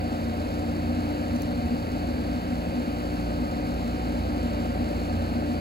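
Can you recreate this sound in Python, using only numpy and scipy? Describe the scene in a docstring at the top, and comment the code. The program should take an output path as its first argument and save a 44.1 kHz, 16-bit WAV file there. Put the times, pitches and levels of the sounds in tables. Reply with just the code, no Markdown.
"""Electric trains idling in a rail yard

A piston compressor throbs and whines; its valves clatter at every turn of the shaft. A cooling fan sings
blade tones over the rush of its air, which booms in the ducts. A small part close by pings faintly, then
ticks. All is heard through the two microphone ports of a hand-held camera."""
import sys
import numpy as np
from scipy import signal
from scipy.fft import rfft, irfft
from scipy.io import wavfile
from scipy.ndimage import uniform_filter1d

SR = 44100
rng = np.random.default_rng(int(sys.argv[2]) if len(sys.argv) > 2 else 0)


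def unload_wav(signal):
    """Save mono or channel-first audio to the path in sys.argv[1] as 16-bit WAV at rate SR, clipped to [-1, 1]."""
    wavfile.write(
        sys.argv[1],
        SR,
        np.round(np.clip(np.atleast_2d(signal).T, -1, 1) * 32767).astype(np.int16),
    )


N = 247222
T, HZ = np.arange(N) / SR, np.fft.rfftfreq(N, 1 / SR)
SHAFT_HZ, FAN_HZ = 29.046, 58.984


def amp(db):
    """Decibels to gain."""
    return 10 ** (np.asarray(db) / 20)


def unit_rms(x):
    """Scale to rms 1."""
    return x / np.sqrt(np.mean(x ** 2) + 1e-20)


def over_time(points):
    """Table value at every sample."""
    return np.interp(T, *np.transpose(points))


def over_hz(points):
    """Table value at every frequency, joined on a log axis."""
    hz, value = np.transpose(points)
    return np.interp(np.log(HZ + 1), np.log(hz + 1), value)


def band(points):
    """Gain of a dB spectrum table, falling steeply beyond its ends."""
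    inside = np.clip(HZ + 1, points[0][0], points[-1][0]) / (HZ + 1)
    return amp(over_hz(points)) * np.minimum(inside, 1 / inside) ** 4


def drift(rate_hz):
    """Slow random curve of rms 1."""
    lowpass = np.exp(-(HZ / rate_hz) ** 2) * (HZ > 0)
    return unit_rms(irfft(rfft(rng.standard_normal(N)) * lowpass, N))


def ports(left, right):
    """Two spectra reach the ports with a lag and the shadow of the camera's body."""
    # Each row: frequency in Hz, phase lead of left in radians.
    lead = [(0, 0), (90, 0), (170, .65), (380, .95), (480, 1.65), (780, 1.85), (1300, 3.2), (3200, 9.2),
            (3750, 11.9), (4600, 12.9), (6300, 18.8), (7400, 18.8), (15000, 6.4)]
    # Each row: frequency in Hz, left minus right in dB.
    shadow = [(70, -2.5), (220, 0.5), (300, 2), (700, 4), (1000, -0.5), (1500, -4.5), (2400, -3), (3400, 4),
              (4400, 0.5), (15000, -0.5)]
    half = amp(over_hz(shadow) / 2) * np.exp(.5j * np.interp(HZ, *np.transpose(lead)))
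    return irfft(np.array([left * half, right / half]), N)


def coloured(white_pair, density):
    """Two unrelated white signals become a partly coherent port pair of the given density."""
    # Each row: frequency in Hz, coherence of the ports from 0 to 1.
    coherence = [(80, .99), (300, .96), (420, .8), (600, .9), (1450, .72), (2200, .9), (3400, .7),
                 (4300, .93), (5600, .55), (7000, .92), (15000, .88)]
    common, other = rfft(unit_rms(white_pair)) * density * np.sqrt(SR / 2)
    alike = np.clip(over_hz(coherence), 0, 1)
    return ports(common, alike * common + np.sqrt(1 - alike ** 2) * other)


def rotation(hz, wander_turns, sound_m_s=343):
    """Turns of a shaft as heard at the drifting camera."""
    # Each row: time in seconds, approach to the train in metres.
    approach = [(0, 0), (1.4, .17), (3, .2), (5.61, .16)]
    return hz * (T + over_time(approach) / sound_m_s) + wander_turns * drift(0.29)


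def tone(turns, db, waver_db, waver_turns=0.0045):
    """One partial, wavering as the air between train and camera moves."""
    peak = np.sqrt(2) * amp(db + waver_db * drift(4.4))
    return peak * np.sin(2 * np.pi * (turns + rng.random() + waver_turns * drift(2.6)))


def cooling_air(shaft, swell_db=0.32, pulse_depth=0.091, pulse_at_turn=0.98, rumble_hz=110):
    """Fan air rumbles, rushes through the ducts and hisses, the hiss pulsing with the pistons."""
    # Air rush and vent hiss. Each row: frequency in Hz, density in dB per Hz.
    rush_spectrum = [(29, -69), (45, -67.5), (72, -54.5), (140, -69), (205, -59), (310, -58.5), (400, -68),
                     (520, -60.5), (680, -65.5), (900, -71), (1100, -77), (1800, -78.5), (2700, -81),
                     (3600, -88.5)]
    hiss_spectrum = [(2500, -100), (3750, -94), (4600, -84.5), (5600, -97), (9000, -99), (11500, -97.5),
                     (15500, -102)]
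    # Duct and panel resonances. Each row: centre in Hz, width in Hz, peak density in dB per Hz.
    duct_modes = [(234, 21, -57.5), (734.2, 22, -59.5), (1603, 27, -74), (4110, 37, -84.5), (4350, 48, -88),
                  (4450, 40, -88), (4710, 44, -87), (7420, 70, -96.5)]
    # Each row: time in seconds, gain in dB.
    rumble_gain = [(0, 1), (1, -0.5), (1.9, 3), (3.1, -1), (4, 5), (4.5, 2), (5.61, -1)]
    rush, ducted, hiss = rng.standard_normal((3, 2, N))
    ducts = np.sqrt(sum(amp(db) ** 2 / (1 + ((HZ - hz) / width) ** 2) ** 2
                        for hz, width, db in duct_modes))
    stroke = 1 + pulse_depth * np.cos(2 * np.pi * (shaft - pulse_at_turn))
    low = np.exp(-(HZ / rumble_hz) ** 4)
    rumble = coloured(rush, band(rush_spectrum) * low) * amp(over_time(rumble_gain))
    flow = coloured(rush, band(rush_spectrum) * (1 - low)) + coloured(ducted, ducts)
    return rumble + flow * amp(swell_db * drift(0.51)) + coloured(hiss, band(hiss_spectrum)) * stroke


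def duct_boom(shaft, hz=244.2, width_hz=9, fuzz_db=-39, swell_s=0.039, steady_s=0.17):
    """A fuzzy low boom near 244 Hz flutters unevenly; a table places its loudest chance swells."""
    # Shaft order 8, just below the boom. Each row: time in seconds, level in dB.
    eighth_level = [(0, -36.5), (1.7, -36.5), (2, -46.5), (4.3, -38.5), (5.61, -38.5)]
    # Each row: centre in seconds, level in dB.
    chance_swells = [(.28, -35.5), (.55, -33), (.91, -29.5), (.99, -29.5), (1.08, -40), (1.35, -29),
                     (1.5, -29), (1.58, -31), (1.73, -30), (2.11, -31), (2.21, -34), (2.37, -29.5),
                     (2.52, -30), (2.78, -28.5), (3.42, -30.5), (3.7, -38), (3.96, -31), (4.11, -33),
                     (4.47, -31.5), (4.71, -30.5), (4.819, -27), (5.38, -27.5), (5.509, -28.5)]
    eighth, offset_hz = 8 * shaft + rng.random(), hz - 8 * SHAFT_HZ
    wave = amp(over_time(eighth_level)) * np.sin(2 * np.pi * eighth)
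    for at_s, db in chance_swells:
        envelope = amp(db) * np.exp(-((T - at_s) / swell_s) ** 2)
        wave += envelope * np.sin(2 * np.pi * (eighth + offset_hz * (T - at_s)))
    fuzz = irfft(rfft(rng.standard_normal(N)) / (1 + ((HZ - hz) / width_hz) ** 2), N)
    fuzz /= np.sqrt(uniform_filter1d(fuzz ** 2, size=round(steady_s * SR)))  # only quick flutter stays
    spectrum = rfft(np.sqrt(2) * wave + amp(fuzz_db) * fuzz)
    return ports(spectrum, spectrum)


def fan_tones():
    """The blades sing at multiples of the fan's rotation."""
    # Each row: multiple of the fan rate, level in dB.
    partials = [(5, -37.5), (6, -55.5), (10, -46.5)]
    fan = rotation(FAN_HZ, wander_turns=0.0071)
    spectrum = rfft(sum(tone(k * fan, db, waver_db=1.67) for k, db in partials))
    return ports(spectrum, spectrum)


def part_ticks(pan_db=2):
    """A small hard part is grazed, then struck, and rebounds; each contact rings its modes."""
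    # Each row: start in seconds, peak before panning in dB, contact decay in seconds, cutoff in Hz.
    contacts = [(1.36, -39, .008, 5000), (1.42, -26, .0008, 19000), (1.422, -36, .001, 14000)]
    # Each row: frequency in Hz, relative level in dB, decay in seconds.
    modes = [(6030, -15, .0015), (6470, -19, .005), (6910, -6, .0008), (10800, 2, .0006), (11600, 0, .0005),
             (15600, 2, .0005)]
    out, t = np.zeros((2, N)), T[:SR // 20]
    ring = sum(amp(db) * np.exp(-t / decay_s) * np.sin(2 * np.pi * hz * t) for hz, db, decay_s in modes)
    for start_s, db, contact_s, cutoff_hz in contacts:
        push = rng.standard_normal((2, len(t))) * np.exp(-t / contact_s)
        push = signal.sosfilt(signal.butter(2, cutoff_hz, fs=SR, output="sos"), push)
        tick = signal.fftconvolve(push, ring[None])[:, :len(t)]
        start = round(start_s * SR)
        out[:, start:start + len(t)] += amp(db) * tick / abs(tick).max()
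    return out * amp([[pan_db], [-pan_db]])


def compressor_hum(shaft):
    """Shaft orders: two low ones throb and trade strength, high ones set the casing ringing."""
    # Each row: time in seconds, level of order 2 in dB, level of order 3 in dB.
    low_levels = [(0, -40, -35), (.5, -42, -36), (.9, -43, -32.5), (1.4, -40.5, -40), (2.3, -39.5, -37.5),
                  (2.8, -40.5, -41.5), (3.25, -35, -43), (3.6, -38, -43), (4.1, -34.5, -37.5),
                  (4.8, -35.5, -37), (5.25, -36, -33.5), (5.61, -41, -34.5)]
    # Steady hum, and the casing's thin whine. Each row: shaft order, level in dB.
    steady = [(1, -56), (4, -45), (5, -50), (6, -41), (7, -51), (13, -57), (17, -55.5), (18, -52),
              (19, -49)]
    whine = [(150, -61.5), (153, -62), (154, -62.5), (156, -65.5)]
    # Each row: time in seconds, gain in dB.
    whine_gain = [(0, -2), (0.55, -7), (0.9, -1), (2.15, -1.5), (2.4, -5), (3.25, 0.5), (3.7, -5),
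                  (5.61, -1.5)]
    # Shaft orders that ring the casing, and their levels.
    ring_orders = [43, 49, 51, 52, 56, 72, 73, 76, 78, 83, 84, 87, 91, 103, 129, 133, 135, 140, 143, 144,
                   145, 147, 149, 159, 161, 162, 163, 165]
    ring_db = [-54.5, -63, -65.5, -61, -73, -68.5, -73, -67, -74.5, -71, -67.5, -73, -68, -65, -70.5, -80,
               -68.5, -71.5, -75, -76, -67, -74, -71, -79, -77, -66, -70, -83]
    times_s, *low_db = np.transpose(low_levels)
    hum = sum(tone(k * shaft, np.interp(T, times_s, db), waver_db=-1.0) for k, db in enumerate(low_db, 2))
    hum += sum(tone(k * shaft, db, waver_db=1.0) for k, db in steady)
    hum += sum(tone(k * shaft, db, waver_db=3.0) for k, db in zip(ring_orders, ring_db))
    hum += sum(tone(k * shaft, db + over_time(whine_gain), waver_db=2.0) for k, db in whine)
    spectrum = rfft(hum)
    return ports(spectrum, spectrum)


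def valve_clatter(shaft, ring_s=0.00038, yard_s=0.026, force_spread=0.73, jitter_s=5e-6, bright_db=5):
    """Valves knock at the same points of every turn; casing and yard answer each knock alike."""
    # Each row: position as a fraction of the turn, relative level in dB, brightest frequency in Hz.
    valves = [(0.07, -4.5, 4400), (0.243, -3.5, 7000), (0.315, -7.5, 7000), (0.4, -9, 4400),
              (0.595, -3.5, 4400), (0.72, -3.5, 5440), (0.76, -5.5, 2000), (0.885, -3.5, 2000)]
    # Each row: frequency in Hz, direct knock over the yard's echo in dB.
    direct_ratio = [(2000, -12), (4400, -10), (7000, 2), (12000, -1)]
    # Each row: frequency in Hz, density in dB per Hz.
    casing_spectrum = [(700, -100), (1350, -75.5), (1800, -97), (2300, -100), (2950, -89.5), (3400, -100),
                       (3900, -89), (4400, -86.5), (4720, -104), (5100, -89.5), (5600, -99), (7000, -96),
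                       (8500, -104), (11000, -99), (15500, -109)]
    knocks = 0
    for position, db, hz in valves:
        knock_turns = np.arange(np.ceil(shaft[0]), np.floor(shaft[-1] - position)) + position
        at_s = np.interp(knock_turns, shaft, T)
        late, force = rng.standard_normal((len(at_s), 2)).T
        centres = (at_s + jitter_s * late)[:, None] * SR
        taps = np.round(centres).astype(int) + np.arange(-8, 9)
        impulses = np.zeros(N)
        np.add.at(impulses, taps % N, (1 + force_spread * force[:, None]) * np.sinc(taps - centres))
        colour_db = bright_db * np.exp(-(2 * np.log2((HZ + 1) / hz)) ** 2)
        knocks += rfft(impulses) * amp(db + colour_db)
    ring, yard = rng.standard_normal((2, 2, N))
    direct = rfft(unit_rms(ring * np.exp(-T / ring_s))) * amp(over_hz(direct_ratio))
    response = direct + rfft(unit_rms(yard * np.exp(-T / yard_s)))
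    clatter = knocks * response / np.sqrt(uniform_filter1d(abs(response) ** 2, size=60))
    clatter /= np.sqrt(uniform_filter1d(abs(clatter) ** 2, size=650))  # the casing sets the broad colour
    return coloured(irfft(clatter, N), band(casing_spectrum))


def scene():
    """One shaft drives the hum, the clatter and the pulsing of the hiss."""
    shaft = rotation(SHAFT_HZ, wander_turns=0.00057)
    machines = compressor_hum(shaft) + fan_tones() + valve_clatter(shaft)
    return machines + cooling_air(shaft) + duct_boom(shaft) + part_ticks()


def record(dry):
    """Steep low-pass at 15.9 kHz."""
    lowpass = signal.firwin(511, 15900, window=("kaiser", 9), fs=SR)
    return signal.oaconvolve(dry, lowpass[None], "same")


dry = scene()
out = record(dry)
unload_wav(out)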